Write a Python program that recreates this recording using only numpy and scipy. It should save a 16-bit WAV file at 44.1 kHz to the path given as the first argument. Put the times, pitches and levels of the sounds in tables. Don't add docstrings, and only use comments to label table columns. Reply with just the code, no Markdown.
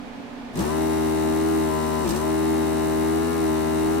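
import sys
import numpy as np
from scipy import signal
from scipy.fft import rfft, irfft, next_fast_len
from scipy.io import wavfile
from scipy.ndimage import map_coordinates

SR = 44100
rng = np.random.default_rng(int(sys.argv[2]) if len(sys.argv) > 2 else 0)


def generate_wav(sig):
    pcm = np.round(np.clip(np.atleast_2d(sig).T, -1, 1) * 32767).astype(np.int16)
    wavfile.write(sys.argv[1], SR, pcm)


N = 176400
RATED_HZ = 79
PUFF_PLACE = 0.68


def hum(turns, speed_hz, slow):
    # (multiple of the speed, left level [dB], right level [dB], lead of the left [rad])
    lines = [(1, -32, -50, 1.5), (2, -35, -38, -1.0), (3, -29, -36, 1.3), (4, -27, -25, -1.2),
             (5, -25, -32, 1.4), (6, -39, -47, 2.4), (7, -46, -49, 0.4), (8, -39, -37, -1.5),
             (9, -37, -39, 2.4), (10, -36, -45, 2.9), (11, -35, -47, 2.5), (12, -39, -50, -2.8),
             (13, -37, -46, -1.0), (14, -47, -50, -1.9), (15, -44, -48, 0.0), (16, -53, -51, -0.4),
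             (17, -45, -56, 0.7), (18, -50, -55, 0.9), (19, -60, -55, 2.5), (20, -50, -52, 0.3),
             (21, -53, -60, 1.2), (22, -49, -58, 0.8), (23, -57, -61, 0.0), (24, -53, -56, 0.5),
             (25, -51, -56, 1.1), (26, -55, -59, 1.4), (27, -54, -57, -0.4)]
    # (time [s], gain [dB])
    fourth_swell = [(.59, -12.5), (.69, -10.5), (.79, 0), (1.25, 0.5), (1.58, 3.5), (1.8, -8), (2.02, -7),
                    (2.07, -8), (2.19, -9), (2.29, 0.5), (2.52, 2.5), (2.75, -1.5), (3.17, 2), (3.33, -3.5),
                    (3.44, 3), (3.66, -2.5), (3.86, 2.5), (4, 0)]
    swell_db = {4: curve(fourth_swell), 5: 0.21 * curve(fourth_swell)}
    thud_place, thud_scatter_cycles = 0.09717, 0.166
    flutter_db = 1.15 + 0.2634 * np.maximum(speed_hz - RATED_HZ, 0)
    stumble_db, stumble_rad = 3.5, 0.662
    speeds = np.linspace(40, 90, 500)
    low, upper = np.zeros((2, N)), np.zeros((2, N))
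    for k, left_db, right_db, lead in lines:
        phase = 2 * np.pi * k * (turns - thud_place) + np.array([[lead], [-lead]]) / 2
        lift_db = np.interp(speed_hz, speeds, resonance_db(k * speeds) - resonance_db(k * RATED_HZ))
        size = np.sqrt(2) * amp([[left_db], [right_db]]) * amp(lift_db)
        if k <= 5:
            dispersion = 2 * np.pi * 0.164 * k ** 2
            line = np.sin(phase - dispersion + stumble_rad * slow * wobble(55))
            low += size * line * amp(swell_db.get(k, 0) + stumble_db * slow * np.tanh(wobble(55)))
        else:
            line = np.sin(phase + 2 * np.pi * thud_scatter_cycles * rng.standard_normal())
            upper += size * line * amp(flutter_db * wobble(22.033))
    upper *= amp(-5 * slow)
    room_echo = amp(-11.5) * ring(upper, t60=0.377)
    return amp(-0.5) * (low + upper + room_echo)


def resonance_db(hz):
    # (centre [Hz], half width [Hz], boost [dB])
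    modes = [(190, 16.6, -1), (322, 23.5, 3), (626.9, 16.47, 7.5), (865.5, 21, 10), (940.8, 4, 8.5),
             (1003, 13, 4.5), (1009.7, 16.6, 6.5), (1067, 13.7, -1), (1135.3, 18, 4.5), (1264, 4.4, 1),
             (1378.5, 11.7, 3.5), (1470, 14.3, 2), (1734, 27, 10), (1802, 21.5, 9.5), (1948, 28, 4)]
    return sum(db / (1 + ((hz - centre) / width) ** 2) for centre, width, db in modes)


def valves(turns):
    # (place in the turn [0-1], relative level [dB])
    tick_pattern = [(.4, -7.5), (.5, 15), (.6, 4), (.7, 4), (0.819, -1.5)]
    # (frequency [Hz], relative level [dB])
    tick_colour = [(1000, -24.5), (2000, -11), (2400, -4), (2850, -9), (3300, -32.5), (3750, -13),
                   (4200, -0.5), (5300, -8), (5900, -5), (7200, -2), (8300, 1), (9300, -11.5),
                   (10000, -4.5), (10800, -1.5), (11900, -32), (13200, -6), (15800, -27)]
    # (frequency [Hz], relative level [dB])
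    buzz_colour = [(900, -15.5), (1500, -8), (2000, 0), (2400, -6), (2800, 8.5), (3300, -14), (3750, 4),
                   (4200, 0), (4700, -3.5), (5300, -3), (5900, -7.5), (6500, -6), (7500, -6.5),
                   (11000, -12), (15000, -33)]
    ticks = sum(amp(db) * ring(strokes(turns, place), t60=0.00261) for place, db in tick_pattern)
    ticks = coloured(ticks + amp(8.5) * ring(ticks, t60=0.36), tick_colour)
    buzz = coloured(ring(strokes(turns, place=0.75), t60=0.0918), buzz_colour)
    return amp(-48.5) * ticks * pan(3.2) + amp(-45) * buzz * pan(0.33)


def snap(turns):
    # (frequency [Hz], relative level [dB])
    colour = [(2000, -20), (3500, -8.5), (4200, -22.5), (5200, -19.5), (5900, -8), (7200, -8.5),
              (8400, 3.5), (9300, -6.5), (9950, 3.5), (10250, -5), (10650, 0.5), (11900, -9), (13300, 6.5),
              (14200, -22.5), (16000, -24.5)]
    place, t60 = 0.7, 0.009
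    ringing = coloured(ring(strokes(turns, place, jitter_s=3e-6), t60), colour)
    since_closing_s = ((turns - place) % 1) / RATED_HZ
    spurt = unit(amp(-60 * since_closing_s / t60)) * noise(colour)
    return amp(-50) * (ringing + amp(-2) * spurt)


def airflow(turns):
    # (frequency [Hz], relative level [dB])
    puff_colour = [(880, -48.5), (1500, -4.5), (1540, -5), (1960, -4), (2480, -13.5), (2930, -0.5),
                   (3270, -23), (4100, -5.5), (5290, -17.5), (5780, -1), (7260, -18), (8490, -5),
                   (9370, -10), (10900, -21.5), (11900, -29.5), (13200, -6), (15800, -35)]
    # (frequency [Hz], relative level [dB])
    rush_colour = [(30, -11), (100, -4.5), (200, -12), (300, -0.5), (500, -6.5), (800, -5.5), (1200, -10),
                   (2000, -16), (3200, -16), (6000, -23.5)]
    puff = throb(turns - PUFF_PLACE, depth_db=1.5) * noise(puff_colour)
    rush = throb(turns, depth_db=1) * noise(rush_colour)
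    return amp(-48.5) * puff * pan(3.6) + amp(-41) * rush


def strain(turns, speed_hz):
    # (frequency [Hz], relative level [dB])
    colour = [(3000, -23), (5300, -9.5), (5900, -4.5), (6500, -13), (7600, -5), (8400, -2.5), (9200, -12),
              (12000, -26)]
    load = np.clip(RATED_HZ - speed_hz, 0, 1)
    return amp(-48) * load * throb(turns - PUFF_PLACE, depth_db=2.8) * noise(colour)


def rattle(turns, slow):
    # (frequency [Hz], relative level [dB])
    colour = [(40, -16.5), (110, -10.5), (180, -28), (350, 12), (500, 0.5), (700, -2), (1100, 0.5),
              (1800, -13.5), (3000, -17), (8000, -25), (15000, -47)]
    return amp(-30.5) * slow ** 0.396 * throb(turns, depth_db=2.27) * noise(colour)


def jolt(turns):
    peak_s, width_s = 0.5974, 0.0218
    swell = np.exp(-((np.arange(N) / SR - peak_s) / width_s) ** 2)
    return np.sqrt(2) * amp(-25) * swell * np.sin(3 * 2 * np.pi * turns)


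def clacks():
    # (time [s], level [dB], time to fall 60 dB [s])
    knocks = [(.556, -40, 0.042), (0.572, -37, 0.038), (.591, -31.5, 0.039), (0.604, -37, 0.108),
              (2.077, -34.5, 0.0662), (2.091, -32.5, 0.12), (2.106, -36, 0.096), (2.147, -38.5, 0.04),
              (2.16, -37, 0.138)]
    # (frequency [Hz], relative level [dB])
    colour = [(1000, -46), (2500, -3.5), (4500, 5), (8500, 5), (12000, -1.5), (13500, 1.5), (16000, -11)]
    t = np.arange(N) / SR
    envelope = sum((t >= s) * amp(db - 60 * np.abs(t - s) / t60) for s, db, t60 in knocks)
    return envelope * noise(colour)


def workshop():
    # (frequency [Hz], relative level [dB])
    room_colour = [(12, -39.5), (20, -10), (35, -16), (81, -21.5), (126, -16.5), (172, -26), (187, -9),
                   (276, -5.5), (317, -16), (524, -15.5), (570, -17), (866, -17.5), (1390, -25),
                   (1740, -23.5), (1890, -27), (2500, -26), (2720, -30), (3310, -31), (15800, -57.5)]
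    # (frequency [Hz], level before panning [dB])
    fan_lines = [(150, -58), (242, -47), (274, -52.5), (431, -59), (711, -58.5), (851, -57)]
    t = np.arange(N) / SR
    fan = np.zeros(N)
    for hz, db in fan_lines:
        size = np.sqrt(2) * amp(db + 3.53 * wobble(18))
        fan += size * np.sin(2 * np.pi * hz * t + 0.5 * wobble(12))
    return amp(-38.5) * noise(room_colour) * pan(-2.3) + fan * pan(-7)


def strokes(turns, place, scatter_db=1, jitter_s=4e-6):
    at = np.interp(np.arange(1, int(turns[-1]) - 1) + place, turns, np.arange(N))
    chance = rng.standard_normal((N // 100, 2))[:len(at)]
    at = at + jitter_s * SR * chance[:, 0]
    taps = at.astype(int)[:, None] + np.arange(-7, 9)
    gap = taps - at[:, None]
    shape = np.sinc(gap) * np.cos(np.pi * gap / 16) ** 2
    pulses = shape * amp(scatter_db * chance[:, 1:])
    return np.bincount(np.clip(taps, 0, N - 1).ravel(), pulses.ravel(), N)


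def ring(x, t60):
    t = np.arange(SR // 3) / SR
    tail = rng.standard_normal((2, len(t))) * amp(-60 * t / t60)
    tail /= np.linalg.norm(tail, axis=1, keepdims=True)
    return signal.fftconvolve(np.atleast_2d(x), tail, axes=1)[:, :N]


def noise(spectrum):
    # (frequency [Hz], correlation [0-1])
    likeness = [(50, 0.167), (250, 0.426), (700, 0.154), (2000, 0.029), (10000, 0.042)]

    def mid_side_gains(hz):
        angle = np.arccos(along(likeness, hz)) / 2
        return np.array([np.cos(angle), np.sin(angle)])

    mid, side = filtered(rng.standard_normal((2, N)), mid_side_gains)
    return coloured(np.array([mid + side, mid - side]), spectrum)


def coloured(x, spectrum):
    return unit(filtered(x, lambda hz: amp(along(spectrum, hz))))


def filtered(x, response):
    m = next_fast_len(N + SR // 2)
    return irfft(rfft(x, m) * response(np.fft.rfftfreq(m, 1 / SR)), m)[..., :N]


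def throb(turns, depth_db):
    return unit(amp(depth_db * np.cos(2 * np.pi * turns)))


def wobble(rate):
    knots = rng.standard_normal(int(N * rate / SR) + 4)
    return map_coordinates(knots, [np.arange(N) * rate / SR])


def curve(rows):
    return np.interp(np.arange(N) / SR, *np.transpose(rows))


def along(points, hz):
    freqs, values = np.transpose(points)
    return np.interp(np.log(hz + 1), np.log(freqs + 1), values)


def pan(left_db):
    return amp(np.array([[left_db], [-left_db]]) / 2)


def amp(db):
    return 10 ** (np.asarray(db) / 20)


def unit(x):
    return x / np.sqrt(np.mean(x ** 2) + 1e-20)


def scene():
    # (time [s], turns a second [Hz])
    motor_speed = [(0.55, 47.82), (0.58, 57.61), (0.61, 65.84), (0.65, 73.21), (0.72, 78.58), (0.82, 79.48),
                   (1.28, 79.08), (1.5, 80.62), (1.72, 78.34), (2.035, 78.15), (2.09, 61.65),
                   (2.125, 68.74), (2.16, 74.46), (2.24, 78.53), (2.36, 79.34), (2.53, 79.95),
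                   (2.66, 79.06), (2.96, 79.22), (3.12, 80.26), (3.32, 82.56), (3.49, 78.96), (3.7, 78.88),
                   (3.85, 79.69), (4, 81.3)]
    start_s, rise_s = 0.5282, 0.0744
    speed_hz = curve(motor_speed) + 0.0392 * wobble(20)
    turns = np.cumsum(speed_hz) / SR
    slow = np.clip((RATED_HZ - 1 - speed_hz) / 8.53, 0, 1)
    running = np.clip((np.arange(N) / SR - start_s) / rise_s, 0, 1)
    pump = hum(turns, speed_hz, slow) + valves(turns) + snap(turns)
    pump = pump + airflow(turns) + strain(turns, speed_hz) + rattle(turns, slow)
    return running * pump + jolt(turns) + clacks() + workshop()


def record(dry):
    return filtered(dry, lambda hz: hz < 15800)


dry = scene()
out = record(dry)
generate_wav(out)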